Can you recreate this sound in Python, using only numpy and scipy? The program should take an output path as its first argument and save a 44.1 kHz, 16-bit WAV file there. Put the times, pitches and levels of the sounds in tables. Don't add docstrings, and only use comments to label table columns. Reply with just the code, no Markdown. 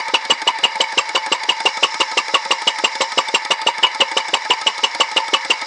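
import sys
import numpy as np
from scipy import signal
from scipy.fft import rfft, irfft
from scipy.io import wavfile
from scipy.ndimage import uniform_filter1d, minimum_filter1d

SR = 44100
rng = np.random.default_rng(int(sys.argv[2]) if len(sys.argv) > 2 else 0)


def bounce(signal):
    frames = np.transpose(np.atleast_2d(signal))
    limited = np.clip(frames, -1, 1)
    pcm = np.round(limited * 32767).astype(np.int16)
    wavfile.write(sys.argv[1], SR, pcm)


def gain_from_db(level_db):
    decades = np.asarray(level_db, float) / 20
    return 10 ** decades


N = 249606
MS = np.arange(6144) / SR * 1000


def shuttings():
    # time_s, turns
    crank = [(0.0815, 0), (0.586, 3), (0.7558, 4), (1.0909, 6), (1.4335, 8), (1.7711, 10), (2.114, 12),
             (2.7861, 16), (3.1195, 18), (3.2837, 19), (3.9473, 23), (4.4496, 26), (4.6134, 27),
             (5.1148, 30), (5.6147, 33)]
    time_s, turns = np.transpose(crank)
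    return np.interp(np.arange(34), turns, time_s)


def overrule(usual, rows):
    usual = np.array(usual)
    for row in rows:
        usual[np.abs(usual[:, 0] - row[0]).argmin()] = row
    return usual


def strokes():
    # lift_s, slap_db, slap_hz, slap_ms
    odd_strokes = [(0.1371, -7, 2820, 17), (0.2987, -5, 2936, 14.6), (0.47, -5, 2930.0, 10.6),
                   (0.6324, -1.5, 2862, 16.4), (0.8018, -3, 2930, 6), (0.9738, -5.5, 2840, 14.4),
                   (1.1481, -9.5, 2850.0, 10.7), (1.317, -5, 2900, 9), (1.4869, -0.5, 2840.0, 8.6),
                   (1.6539, -4.5, 2840.0, 13), (1.827, -1, 2864, 11), (2.0007, -9.5, 2820, 15),
                   (2.1703, -9.5, 2830, 16), (2.339, -3, 2840.0, 12), (2.5064, -0.5, 2880, 5.8),
                   (2.8387, -3.5, 2850, 10), (3.0063, -6, 2840.0, 1.7), (3.1747, -6.5, 2840.0, 9.6),
                   (3.3405, -2.5, 2850.0, 10.2), (3.5044, -7.5, 2933, 12.6), (3.665, -2.9, 2830, 7.9),
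                   (3.8275, -1.5, 2915, 20), (4.001, -3.5, 2940, 16.4), (4.1668, -1.5, 2890, 3.6),
                   (4.3334, -2.5, 2940, 5.5), (4.4999, -3.5, 2915, 16), (4.6637, -1, 2925, 9.8),
                   (5.1629, -4.5, 2930.0, 13.4), (5.3323, -4.5, 2913, 14), (5.4989, -4, 2910, 13.3)]
    lift_delay_s = .052
    usual_slap = (-4.5, 2890, 13.5)
    return overrule([(s + lift_delay_s, *usual_slap) for s in shuttings()[:-1]], odd_strokes)


def loose(starts, delay_s, spread_s, level_db, spread_db):
    luck = rng.standard_normal((len(starts), 3))
    start_s = starts + delay_s + spread_s * luck[:, 0]
    return np.c_[start_s, level_db + spread_db * luck[:, 1], luck[:, 2]]


def grains(size, per_s, spread_db):
    strength = gain_from_db(spread_db * np.minimum(rng.exponential(1, size), 4))
    strength = strength * rng.choice([-1, 1], size)
    return strength * (rng.random(size) < per_s / SR) + 1e-18


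def resonate(force, peaks):
    out = 0
    for k, (hz, width_hz, db) in enumerate(peaks):
        r = np.exp(-np.pi * width_hz / SR)
        poles = [1, -2 * r * np.cos(2 * np.pi * hz / SR), r * r]
        zeros = [(1 - r * r) / 2, 0, (r * r - 1) / 2]
        out = out + (-1) ** k * gain_from_db(db) * signal.lfilter(zeros, poles, force)
    return out / out.std()


def ring(force, hz, t60_s):
    r, w = gain_from_db(-60 / (t60_s * SR)), 2 * np.pi * hz / SR
    return signal.lfilter([0, np.sin(w)], [1, -2 * r * np.cos(w), r * r], force)


def swell(rise_ms, hold_ms, fall_ms):
    return np.minimum(MS / rise_ms, 1) * np.exp(-np.maximum(MS - hold_ms, 0) / fall_ms)


def glide(start_hz, end_hz, glide_ms, wobble):
    shake = uniform_filter1d(rng.standard_normal(len(MS)), size=64) * 8
    hz = end_hz + (start_hz - end_hz) * np.exp(-MS / glide_ms)
    hz = hz * (1 + wobble * shake)
    return np.sin(2 * np.pi * np.cumsum(hz) / SR)


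def crack():
    noise = rng.standard_normal(len(MS)) * swell(.1, .5, fall_ms=3) / 3
    return gain_from_db(-7.5) * signal.lfilter(*signal.butter(1, 1500, "high", fs=SR), noise)


def strike(out, start_s, level_db, modes, hold_ms, fall_ms, per_s=6000, first=2.5, rise_ms=.1, tone=0,
           scatter_db=1.5):
    force = grains(size=len(MS), per_s=per_s, spread_db=2.5) * swell(rise_ms, hold_ms, fall_ms)
    force[0] += first
    luck_db = scatter_db * rng.standard_normal(len(modes))
    sound = sum(gain_from_db(db + d) * ring(force, hz, t60_s) for (hz, db, t60_s), d in zip(modes, luck_db))
    sound = sound / np.abs(sound).max() + tone
    at = round(start_s * SR)
    out[at:at + len(MS)] += gain_from_db(level_db) * sound[:N - at]


def room_hiss():
    # freq_hz, density_db
    spectrum = [(88, -55), (150, -24.5), (887, -6.5), (1430, -9.5), (2920, -16), (7620, -28.5),
                (10500, -40), (13600, -74), (22000, -120)]
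    freq_hz, density_db = np.transpose(spectrum)
    hz = np.maximum(np.fft.rfftfreq(N, 1 / SR), 20)
    gain = gain_from_db(np.interp(np.log(hz), np.log(freq_hz), density_db))
    hiss = irfft(rfft(rng.standard_normal(N)) * gain, N)
    return gain_from_db(-39) * hiss / hiss.std()


def sliding():
    # freq_hz, width_hz, level_db
    base = [(539, 25, -20), (883.4, 26.3, 4), (950, 102, -5), (1280, 78, -15.5), (1535, 26, -14.5),
            (1768, 110, -8), (2010, 142, -8), (2225, 100, -5)]
    frame = [(2850, 100, -5), (3530, 84, -1.5), (3977, 157, 0.5), (4795, 92, 4), (9300, 350, -23)]
    fins = [(5050, 160, -1.5), (5350, 165, 3), (5750, 250, -4), (6420, 690, -13), (7090, 250, -10),
            (7950, 810, -21.5)]
    # turn_share, pressure_db
    slide = [
        (0, 11.5),
        (0.12, 3),
        (0.25, 0.5),
        (.43, -3),
        (.48, 2.5),
        (0.62, 0.5),
        (0.72, 1.5),
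        (0.82, -0.5),
        (0.999, 2.5),
    ]
    # time_s, dryness_db
    rub = [
        (0.0, -1),
        (0.52, -7),
        (0.94, 0),
        (1.42, -3.5),
        (1.75, 4),
        (2.54, 1.5),
        (3.2, 3),
        (3.62, -6.5),
        (4.16, 0),
        (5.66, 0.5),
    ]
    # level_db, pressure_share, coasting_share, dryness_share
    answer = [
        (-26.5, 0.75, 1.0, .01),
        (-35.5, 1.17, .01, 0.14),
        (-37, 0.85, .01, 1.0),
    ]
    t = np.arange(N) / SR
    lift_s = strokes()[:, 0]
    lift_s = np.r_[2 * lift_s[0] - lift_s[1], lift_s, 2 * lift_s[-1] - lift_s[-2]]
    turn = np.interp(t, lift_s, np.arange(len(lift_s))) % 1
    pressure_db = np.interp(turn, *np.transpose(slide))
    dryness_db = np.interp(t, *np.transpose(rub))
    coasting_db = -8.5 * np.exp(-((turn - 0.898) / 0.068) ** 2)
    out = 0
    for peaks, (level_db, pressed, relieved, dried) in zip((base, frame, fins), answer):
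        push = gain_from_db(pressed * pressure_db + relieved * coasting_db)
        grit = grains(size=N, per_s=9000, spread_db=3.5)
        out = out + gain_from_db(level_db + dried * dryness_db) * resonate(push * grit, peaks)
    return out


def rod_rebound():
    # delay_s, spread_s, level_db, spread_db
    timing = (.0848, .0015, -30.5, 1.5)
    # freq_hz, level_db, t60_s
    modes = [(516, -26, 0.067), (1000, 6.5, 0.036), (2270, 4, 0.028), (2940, -5, 0.075), (3770, -8, 0.042),
             (4644, 0, 0.03), (6410, -11.5, 0.016), (9000, -15, 0.011)]
    out, shut_s = np.zeros(N), shuttings()
    turn_s = np.r_[2 * shut_s[0] - shut_s[1], shut_s[:-1]]
    for s, db, _ in loose(turn_s, *timing):
        strike(out, max(s - .001, 0), db + 16, modes, 4, 4, tone=gain_from_db(-4.0) * crack())
    return out


def valve_tick():
    # delay_s, spread_s, level_db, spread_db
    timing = (0, .0003, -18.5, 1.0)
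    # freq_hz, level_db, t60_s
    tick_modes = [(1310, -23, 0.0081), (2244, 3.5, 0.018), (3170, -14, .01), (3626, 0, 0.015),
                  (4220, -5.5, 0.023), (4860, 1, 0.012), (5320, -1, 0.0069), (6500, -6.5, 0.0087),
                  (7820, -11.5, 0.017), (8980, -11.5, 0.0052), (9700, -27.5, .005)]
    clunk_modes = [(328, -13.5, 0.086), (550, -12.5, 0.26), (866, 6, 0.062), (1281, 0.5, 0.078),
                   (1675, 3, 0.03), (2185, -6.5, 0.013)]
    out = np.zeros(N)
    for s, db, luck in loose(shuttings(), *timing):
        strike(out, s, db + 5.0, tick_modes, 1.5, 4, per_s=9700, first=3.2, tone=gain_from_db(1.5) * crack(),
               scatter_db=.8)
        clunk_db = -16.5 + 0.5 * luck
        strike(out, s + 0.00195, clunk_db - 1.5, clunk_modes, 10, 5, per_s=2000)
    return out


def valve_thud():
    # freq_hz, level_db, t60_s
    modes = [(415, -1, 0.083), (536.8, 8, 0.084), (610, 0.5, 0.06), (690, -3.5, 0.06), (2270, -6.5, 0.017)]
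    out = np.zeros(N)
    for s in strokes()[:, 0]:
        pop = gain_from_db(1.0) * glide(240, 892, 6.5, .015) * swell(2.37, 3.7, 0.74)
        strike(out, s - .002, -14, modes, 4, 1.5, per_s=2800, first=0.17, rise_ms=1.57, tone=pop,
               scatter_db=.7)
    return out


def rattle():
    # freq_hz, level_db, t60_s
    modes = [(946, 4.5, 0.038), (1150, 7.5, 0.023), (1405, 1.5, 0.026), (1690, -13.5, 0.023),
             (2000, -12.5, 0.032), (3347, -2.5, 0.024), (3707, 0, 0.025), (3976, 10, 0.01),
             (4520, 0.5, 0.024), (4600, -19, .02), (5223, 0.5, 0.018), (5640, 1, 0.022), (6160, 0.5, 0.016),
             (7140, -14.5, 0.0086), (7720, -12, 0.02), (8400, -15.5, .008), (9900, -14, 0.011)]
    out = np.zeros(N)
    for s in strokes()[:, 0]:
        strike(out, s + 0.0021, -6.5, modes, 11, 9, per_s=8300, rise_ms=2.2)
    return out


def piston_slap():
    # freq_hz, level_db, t60_s
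    cylinder = [(2543, -5.5, 0.06), (2640, 0.5, 0.045), (2840, -4, 0.045), (2930, 4, 0.045),
                (3098, -1, 0.044), (3350, -3, 0.025)]
    out = np.zeros(N)
    for s, slap_db, slap_hz, slap_ms in strokes():
        squeal = glide(1.03 * slap_hz, .98 * slap_hz, 3.96, 0.035)
        squeal = gain_from_db(4.0) * squeal * swell(0.89, slap_ms - 1.5, 2.8)
        strike(out, s + 0.0051, slap_db - 5, cylinder, slap_ms, 4, tone=squeal)
    return out


def pin_ping():
    # delay_s, spread_s, level_db, spread_db
    timing = (.0095, .002, -21, 2.5)
    # freq_hz, level_db, t60_s
    modes = [(7564, -4.5, 0.05), (7640, -5.5, 0.03), (7460, -7.5, 0.03)]
    out = np.zeros(N)
    for s, db, _ in loose(strokes()[:, 0], *timing):
        strike(out, s - .0015, db + 5.5, modes, 3.5, 3.0, first=.3, rise_ms=0.71)
    return out


def rod_knock():
    # delay_s, spread_s, level_db, spread_db
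    timing = (.016, .002, -16, 1.5)
    # start_s, level_db, pitch_hz
    odd_knocks = [(0.1483, -8.5, 980), (0.322, -11, 1077), (0.4874, -8, 1000), (0.6516, -9, 950),
                  (0.8263, -25, 1000), (1.1654, -9, 1050), (0.9919, -11.5, 1180), (1.6718, -6.5, 1064),
                  (1.8436, -6, 1104), (2.0144, -5, 1025), (2.1868, -13, 1177), (2.3532, -4, 1103),
                  (2.5201, -8.5, 1094), (3.1884, -2.5, 1000.0), (2.6839, -13.5, 1090),
                  (3.0193, -12.5, 1076), (3.3562, -19, 1250), (3.5221, -12.5, 1020), (3.6865, -9.5, 960),
                  (3.8436, -2.5, 1010), (4.0186, -6.5, 1036), (4.1812, -18, 1150.0), (4.3517, -11, 1060),
                  (4.5114, 0, 987), (4.8443, -14, 1075), (5.0107, -3.5, 1105), (5.184, -12.5, 1150.0),
                  (5.3457, -3.5, 1106)]
    out = np.zeros(N)
    usual = [(s, db, 1035 + 58 * luck) for s, db, luck in loose(strokes()[:, 0], *timing)]
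    for s, db, hz in overrule(usual, odd_knocks):
        modes = [(hz, 0, .05), (1150, -9, .06), (930, -9, .06), (540, -12, .06)]
        strike(out, s - .001, db + 2.0, modes, 2.5, 1.5)
    return out


def room_echo(x):
    t60_s, level_db = 0.23, -23.5
    t = np.arange(SR // 3) / SR
    tail = rng.standard_normal(len(t)) * gain_from_db(-60 * t / t60_s) * (t > .004)
    tail = signal.lfilter([1], [1, -.4], tail)
    return gain_from_db(level_db) * signal.fftconvolve(x, tail / np.linalg.norm(tail))[:N]


def scene():
    engine = sliding() + rod_rebound() + valve_tick()
    engine = engine + valve_thud() + rattle() + piston_slap() + pin_ping() + rod_knock()
    return (engine + room_echo(engine) + room_hiss())[None]


def limit(x):
    ceiling, release_db_per_s = .765, 701
    over_db = 20 * np.log10(np.maximum(np.abs(x[0]) / ceiling, 1))
    slope_db = release_db_per_s * np.arange(N) / SR
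    held_db = np.maximum.accumulate(over_db + slope_db) - slope_db
    cut_db = uniform_filter1d(-minimum_filter1d(-held_db, size=41), size=41)
    return x * gain_from_db(-cut_db)


def roll_off(x):
    return signal.sosfilt(signal.butter(12, 11200, fs=SR, output="sos"), x)


def record(dry):
    x = signal.sosfilt(signal.butter(2, 310, "high", fs=SR, output="sos"), dry)
    x = signal.sosfilt(signal.cheby2(8, 50, 11620, fs=SR, output="sos"), x)
    hum_band = signal.butter(1, [60, 200], "band", fs=SR, output="sos")
    hum = signal.sosfilt(hum_band, rng.standard_normal(N))
    mix = limit(x) + gain_from_db(-69) * hum / hum.std()
    return roll_off(mix)


dry = scene()
out = record(dry)
bounce(out)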